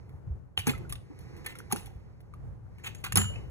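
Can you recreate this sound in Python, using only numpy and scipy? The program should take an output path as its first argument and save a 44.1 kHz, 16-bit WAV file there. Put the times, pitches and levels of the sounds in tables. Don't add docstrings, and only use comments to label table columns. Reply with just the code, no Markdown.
import sys
import numpy as np
from scipy import signal
from scipy.fft import rfft, irfft, next_fast_len
from scipy.io import wavfile

SR = 44100
rng = np.random.default_rng(int(sys.argv[2]) if len(sys.argv) > 2 else 0)


def undo_db(level):
    steps = np.asarray(level, float) / 20
    return 10 ** steps


def output_pcm(signal):
    pcm = np.clip(np.atleast_2d(signal).T, -1, 1) * 32767
    wavfile.write(sys.argv[1], SR, np.round(pcm).astype(np.int16))


N = 154350
T = np.arange(N) / SR


def clacks():
    # t/s, peak level/dB, pitch of the struck part f/Hz, rattle's time to fall 60 dB t60/s
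    clack_events = [(0.0928, -58.5, 2230, 0.024), (0.5756, -33, 2530, 0.012), (0.5887, -28, 2440, 0.072),
                    (0.6695, -23.5, 2330, 0.042), (0.6754, -33, 2340, 0.035), (0.7057, -37, 2100, 0.09),
                    (0.7464, -55.5, 2060, 0.057), (0.778, -49, 2090, 0.012), (0.894, -45.5, 10900, 0.032),
                    (0.9244, -30, 9170, 0.027), (0.9552, -50.5, 3630, 0.043), (1.1895, -51.5, 10500, 0.26),
                    (1.365, -51.5, 1980, 0.17), (1.4615, -30.5, 2240, 0.029), (1.4794, -64, 1950, 0.054),
                    (1.5535, -46, 2170, 0.079), (1.587, -39, 9700, 0.07), (1.7144, -36.5, 10600, 0.042),
                    (1.724, -19.5, 10600, 0.0088), (1.7607, -34.5, 10900, 0.2),
                    (1.8593, -42.5, 11200, 0.047), (2.2044, -58.5, 1980, 0.034), (2.3375, -55, 2190, 0.06),
                    (2.7837, -58, 2220, 0.076), (2.9484, -42, 7350, 0.016), (3.0405, -29, 2540, 0.012),
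                    (3.1223, -25.5, 2720, 0.017), (3.1567, -16.5, 10100, 0.083),
                    (3.1722, -13.5, 10600, 0.0078), (3.3404, -62, 2870, 0.05)]
    # f/Hz, level/dB
    crack_spectrum = [(600, -28), (1500, 2), (2500, 5.5), (4800, -1.5), (7000, -3), (10500, 3), (15000, -3),
                      (16000, -19)]
    crack, rattle, pings = np.zeros(N), np.zeros(N), np.zeros(N)
    for s, db, hz, t60 in clack_events:
        crack += undo_db(db - 2) * shape(s, attack=0.0012, hold=0.00055, t60=0.017)
        rattle += undo_db(db - 13.5) * shape(s, attack=0.003, hold=0.0088, t60=t60)
        ping_t60 = min(0.012, 69 / hz)
        pings += tap(s, db + 10, hz, ping_t60)
    noise = crack * rng.standard_normal(N) + rattle * grains()
    return colour(noise, crack_spectrum) + pings


def knocks():
    # t/s, peak level/dB, pitch f/Hz, time to fall 60 dB t60/s
    knock_events = [(0.575, -39, 740, 0.066), (0.67, -14, 1443, 0.02), (0.704, -37.5, 838, 0.041),
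                    (0.735, -32.5, 1304, 0.058), (0.803, -52, 890, 0.068), (0.85, -46.5, 1440, 0.065),
                    (0.924, -39.5, 1174, 0.055), (1.46, -30.5, 1790, 0.11), (1.554, -39.5, 1390, 0.028),
                    (1.602, -32, 1480, 0.012), (1.7128, -27.5, 1170, 0.031), (1.724, -22.5, 817, 0.028),
                    (1.7605, -17.5, 1400, 0.008), (1.875, -41, 810, 0.019), (1.908, -53, 760, 0.04),
                    (2.337, -38, 1195, 0.033), (2.665, -44.5, 1390, 0.017), (2.843, -29, 1560, 0.019),
                    (3.04, -28.5, 1200, 0.011), (3.123, -22, 1280, 0.017), (3.157, -19, 1074, 0.019),
                    (3.171, -16.5, 780, 0.017), (3.199, -40, 740, 0.13), (0.576, -6, 2990, 0.014),
                    (0.591, -34, 2700, 0.017), (0.591, -44.5, 6270, 0.018), (0.605, -34.5, 2640, 0.023),
                    (0.7, -32.5, 4140, 0.045), (0.7, -38, 7450, 0.1), (0.716, -37, 2040, 0.045),
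                    (0.75, -35, 2050, 0.064), (0.9255, -31, 6240, 0.018), (0.899, -55, 3870, 0.06),
                    (0.955, -32.5, 3580, .03), (1.47, -31, 2030, 0.088), (1.7255, -19, 6520, 0.02),
                    (1.726, -22.5, 2260, .015), (2.845, -39, 2490, .015), (2.866, -43.5, 2550, .02),
                    (2.951, -56, 6700, 0.11), (2.982, -51, 7000, .02), (3.339, -33, 2420, 0.024),
                    (3.358, -35, 2590, 0.037), (3.375, -45, 2300, .03), (3.215, -29, 1770, 0.033),
                    (3.185, -25, 1600, 0.044), (0.672, -26.5, 820, 0.026), (0.679, -24.5, 1640, 0.024),
                    (1.49, -40, 2050, 0.25), (0.669, -24.5, 6360, 0.016), (0.5765, -40, 3570, .012),
                    (1.731, -25.5, 400, 0.015), (0.896, -37, 11050, 0.028)]
    total = np.zeros(N)
    for s, db, hz, t60 in knock_events:
        total += shape(s, attack=1.6 / hz, hold=1, t60=1) * tap(s, db + 2, hz, t60)
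    return total


def landing():
    # f/Hz, level/dB, time to fall 60 dB t60/s
    tube_modes = [(2941, -2.5, .42), (6972, -4, .27), (7316, -7, .26), (7361, -14, .22), (8096, -20, .25),
                  (9189, -12, .33), (9269, -15, .3), (9986, -8, .08), (10534, -6, .2), (10605, -15, .2),
                  (10800, -10, .12), (12250, -13, .15), (15257, -15, .15), (11094, -13, .12)]
    landing_s, landing_db = 3.173, -22
    click = np.zeros(N)
    click[int(landing_s * SR)] = undo_db(landing_db)
    total = np.zeros(N)
    for hz, db, t60 in tube_modes:
        swell = shape(landing_s, attack=(950 / hz) ** 2, hold=1, t60=1)
        waver = undo_db(db + 1.5 * drift(30))
        total += waver * swell * ring(click, hz, t60)
    return total


def thuds():
    # t/s, peak level/dB, pitch f/Hz, time to fall 60 dB t60/s
    thud_events = [(0.267, -32.5, 112.6, 0.3), (0.301, -25.5, 65, 0.11), (0.579, -29.5, 102.6, 0.12),
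                   (0.671, -17.5, 248, 0.12), (.795, -45, 348, 0.49), (1.1, -38.5, 290, 0.12),
                   (1.727, -22.5, 205.2, 0.051), (1.954, -34, 69.4, 0.073), (2.422, -39.5, 117.4, 1),
                   (3.136, -25, 106.1, 0.31), (3.166, -24, 96.45, 0.57), (3.168, -20, 199.3, 0.22),
                   (3.158, -24, 306, 0.025), (.682, -29.5, 149.7, 0.16), (3.3, -43.5, 600, .2)]
    total = np.zeros(N)
    for s, db, hz, t60 in thud_events:
        phase = 2 * np.pi * hz * (T - s) + 0.58 * drift(37)
        boom = shape(s, attack=0.62 / hz, hold=0.85 / hz, t60=t60) * np.sin(phase)
        narrow = resonate(rng.standard_normal(N), hz, 0.3 * hz)
        dull = resonate(narrow, 0.37 * hz, 3.3 * hz)
        puff = 0.27 * shape(s, attack=0.017, hold=0.013, t60=0.17) * dull
        total += undo_db(db) * (boom + puff)
    return total


def scrapes():
    drag_starts = [.57, .668, .895, .95, 1.46, 1.705, 2.835, 2.945, 3.037, 3.157, .655, 1.697, 2.857, 2.78,
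                   3.143, 1.44]
    # length/s, level/dB, time to fall 60 dB t60/s, colour f/Hz
    drags = [(0.0061, -41, 0.18, 2640), (0.034, -41.5, 0.089, 2470), (0.0082, -54, 0.09, 12000),
             (0.009, -61, 0.034, 3000), (0.01, -48, 0.2, 2050), (0.01, -51, 0.52, 750),
             (0.044, -45, 0.1, 2430), (0.01, -67, 0.52, 9400), (0.028, -36.5, 0.065, 1400),
             (0.0067, -32.5, 0.26, 1320), (0.022, -50, 0.031, 1200), (0.026, -54.5, .03, 830),
             (0.019, -51, 0.076, 2900), (0.018, -66, .06, 1700), (0.021, -57, .03, 980),
             (.02, -56.5, .05, 2200)]
    # f/Hz, level/dB
    scrub_spectrum = [(300, -6.5), (800, 7.5), (2300, 9.5), (3200, 11.5), (5000, -5.5), (7000, 0.5),
                      (10500, -2), (15500, -2.5)]
    rough = undo_db(3.72 * drift(47)) * (0.71 * grains() + 0.77 * rng.standard_normal(N))
    grit = colour(rough, scrub_spectrum)
    total = np.zeros(N)
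    for s, (length, db, t60, hz) in zip(drag_starts, drags):
        coloured = grit + 0.8 * resonate(grit, hz, 0.22 * hz)
        total += undo_db(db) * shape(s, attack=0.006, hold=length, t60=t60) * coloured
    return total


def rolling():
    # t/s, level/dB
    roll_levels = [(0.0, -59), (0.6, -100.5), (0.74, -92), (0.8, -54), (0.95, -65), (1.23, -52),
                   (1.38, -49.5), (1.619, -53), (2.04, -63), (2.64, -75), (2.88, -49), (3.23, -81),
                   (3.359, -46.5), (3.5, -60)]
    # f/Hz, level/dB
    tread_spectrum = [(250, 9), (800, -7), (1400, -14), (2100, -7), (3200, -24), (5000, -19), (9000, -30.5),
                      (15500, -37)]
    s, db = np.transpose(roll_levels)
    loudness = undo_db(np.interp(T, s, db) + 1 + 0.3 * drift(61))
    return loudness * colour(rng.standard_normal(N), tread_spectrum)


def walls(x, cut_hz):
    t = T[:SR // 2]
    tail = rng.standard_normal(len(t)) * undo_db(-60 * t / 0.32)
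    tail = tail * (t > 0.012)
    dull = signal.lfilter(*signal.butter(2, cut_hz, fs=SR), tail)
    return undo_db(-19.5) * signal.fftconvolve(x, dull / np.sqrt(np.sum(tail ** 2)))[:N]


def night():
    # t/s, level/dB
    traffic_levels = [(0.0, -61), (0.33, -63.5), (0.4, -66.5), (0.59, -65), (0.74, -59), (1.1, -62.5),
                      (1.299, -60.5), (2.59, -61), (3.321, -56.5), (3.5, -58.5)]
    # f/Hz, level/dB
    night_spectrum = [(28, -21.5), (50, -1), (120, 1.5), (250, -17.5), (600, -24.5), (1500, -36),
                      (3500, -55.5), (15500, -56)]
    s, db = np.transpose(traffic_levels)
    loudness = undo_db(np.interp(T, s, db) + 11 + 4.94 * drift(1.9))
    noise = colour(rng.standard_normal(N + SR), night_spectrum)[SR:]
    return loudness * noise


def tap(s, db, hz, t60):
    clicks = np.zeros(N)
    at = int(s * SR) + np.cumsum(rng.integers(1, 9, 5))
    clicks[at] = undo_db(db - 8) * rng.uniform(0.2, 1, 5)
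    return ring(clicks, hz, t60)


def grains():
    sign = rng.choice([-1, 1], N)
    size = sign * undo_db(4.5 * np.minimum(rng.exponential(1, N), 4))
    clicks = rms_one(size * (rng.random(N) < 7300 / SR))
    return 0.5 * clicks + 0.85 * parts(clicks, count=26)


def parts(x, count):
    pitches = np.geomspace(1800, 15000, count) * rng.uniform(0.97, 1.03, count)
    total = np.zeros(len(x))
    for hz in pitches:
        total += undo_db(6 * drift(18)) * resonate(x, hz, 0.025 * hz) * np.sqrt(hz)
    return rms_one(total)


def ring(clicks, hz, t60):
    r = undo_db(-60 / (t60 * SR))
    w = 2 * np.pi * hz / SR
    return signal.lfilter([0, np.sin(w)], [1, -2 * r * np.cos(w), r * r], clicks + 1e-18)


def resonate(x, hz, width_hz):
    r = np.exp(-np.pi * width_hz / SR)
    w = 2 * np.pi * hz / SR
    return rms_one(signal.lfilter([1, 0, -1], [1, -2 * r * np.cos(w), r * r], x))


def shape(s, attack, hold, t60):
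    rise = np.clip((T - s) / attack, 0, 1)
    falling_s = np.clip(T - s - hold, 0, None)
    return rise * undo_db(-60 * falling_s / max(t60, 1e-3))


def drift(rate):
    r = np.exp(-80 * np.pi * rate / SR)
    noise = rng.standard_normal(N // 40 + 2002)
    slow = signal.lfilter([1], [1, -2 * r, r * r], noise)[2000:]
    return np.interp(np.arange(N) / 40, np.arange(len(slow)), rms_one(slow))


def colour(x, spectrum):
    hz, db = np.transpose(spectrum)
    bins_hz = np.arange(2049) * SR / 4096
    gain = undo_db(np.interp(np.log(bins_hz + 1), np.log(hz), db))
    cep = irfft(np.log(gain))
    cep[1:2048] *= 2
    cep[2049:] = 0
    h = irfft(np.exp(rfft(cep)))
    return signal.fftconvolve(x, h / np.sqrt(np.sum(h ** 2)))[:len(x)]


def rms_one(x):
    return x / np.sqrt(np.mean(x ** 2) + 1e-20)


def scene():
    bike = clacks() + knocks() + scrapes() + rolling()
    both = bike + landing() + thuds() + night() + walls(bike, cut_hz=14000)
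    ports = []
    for _ in range(2):
        own_echo = 1.53 * walls(bike, cut_hz=5800)
        own_night = signal.lfilter(*signal.butter(2, 9000, fs=SR), night())
        ports.append(both + own_echo + undo_db(1) * own_night)
    return np.array(ports)


def band_limit(x):
    return signal.sosfilt(signal.butter(12, 17000, fs=SR, output="sos"), x)


def record(dry):
    # f/Hz, phase/rad
    lead_low = [(60, -.1), (810, 12.4), (1050, 13.6), (3250, 15.6), (4100, 14.3), (5000, 15.7),
                (6300, 12.7)]
    # f/Hz, phase/rad
    lead_top = [(7700, 10.4), (9000, 9.0), (10600, 6.3), (12700, 3.7), (14000, 2.7), (15300, 0)]
    # f/Hz, level/dB
    left_favour = [(60, -0.5), (180, 0.0), (550, -1.0), (1650, -1.0), (4970, 0.0), (15000, 0.0)]
    size = next_fast_len(N + SR // 4)
    bins_hz = np.arange(size // 2 + 1) * SR / size
    hz, lead = np.transpose(list(lead_low) + list(lead_top))
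    at, db = np.transpose(left_favour)
    gain = undo_db(-np.interp(bins_hz, at, db))
    lag = np.exp(-1j * np.interp(bins_hz, hz, lead))
    right = irfft(rfft(dry[1], size) * gain * lag, size)[:N]
    ports = np.array([dry[0], right])
    top_cut = signal.cheby2(10, 50, 16500, fs=SR, output="sos")
    rumble_cut = signal.butter(2, 30, "high", fs=SR, output="sos")
    mix = signal.sosfilt(rumble_cut, signal.sosfilt(top_cut, ports))
    return band_limit(mix)


dry = scene()
out = record(dry)
output_pcm(out)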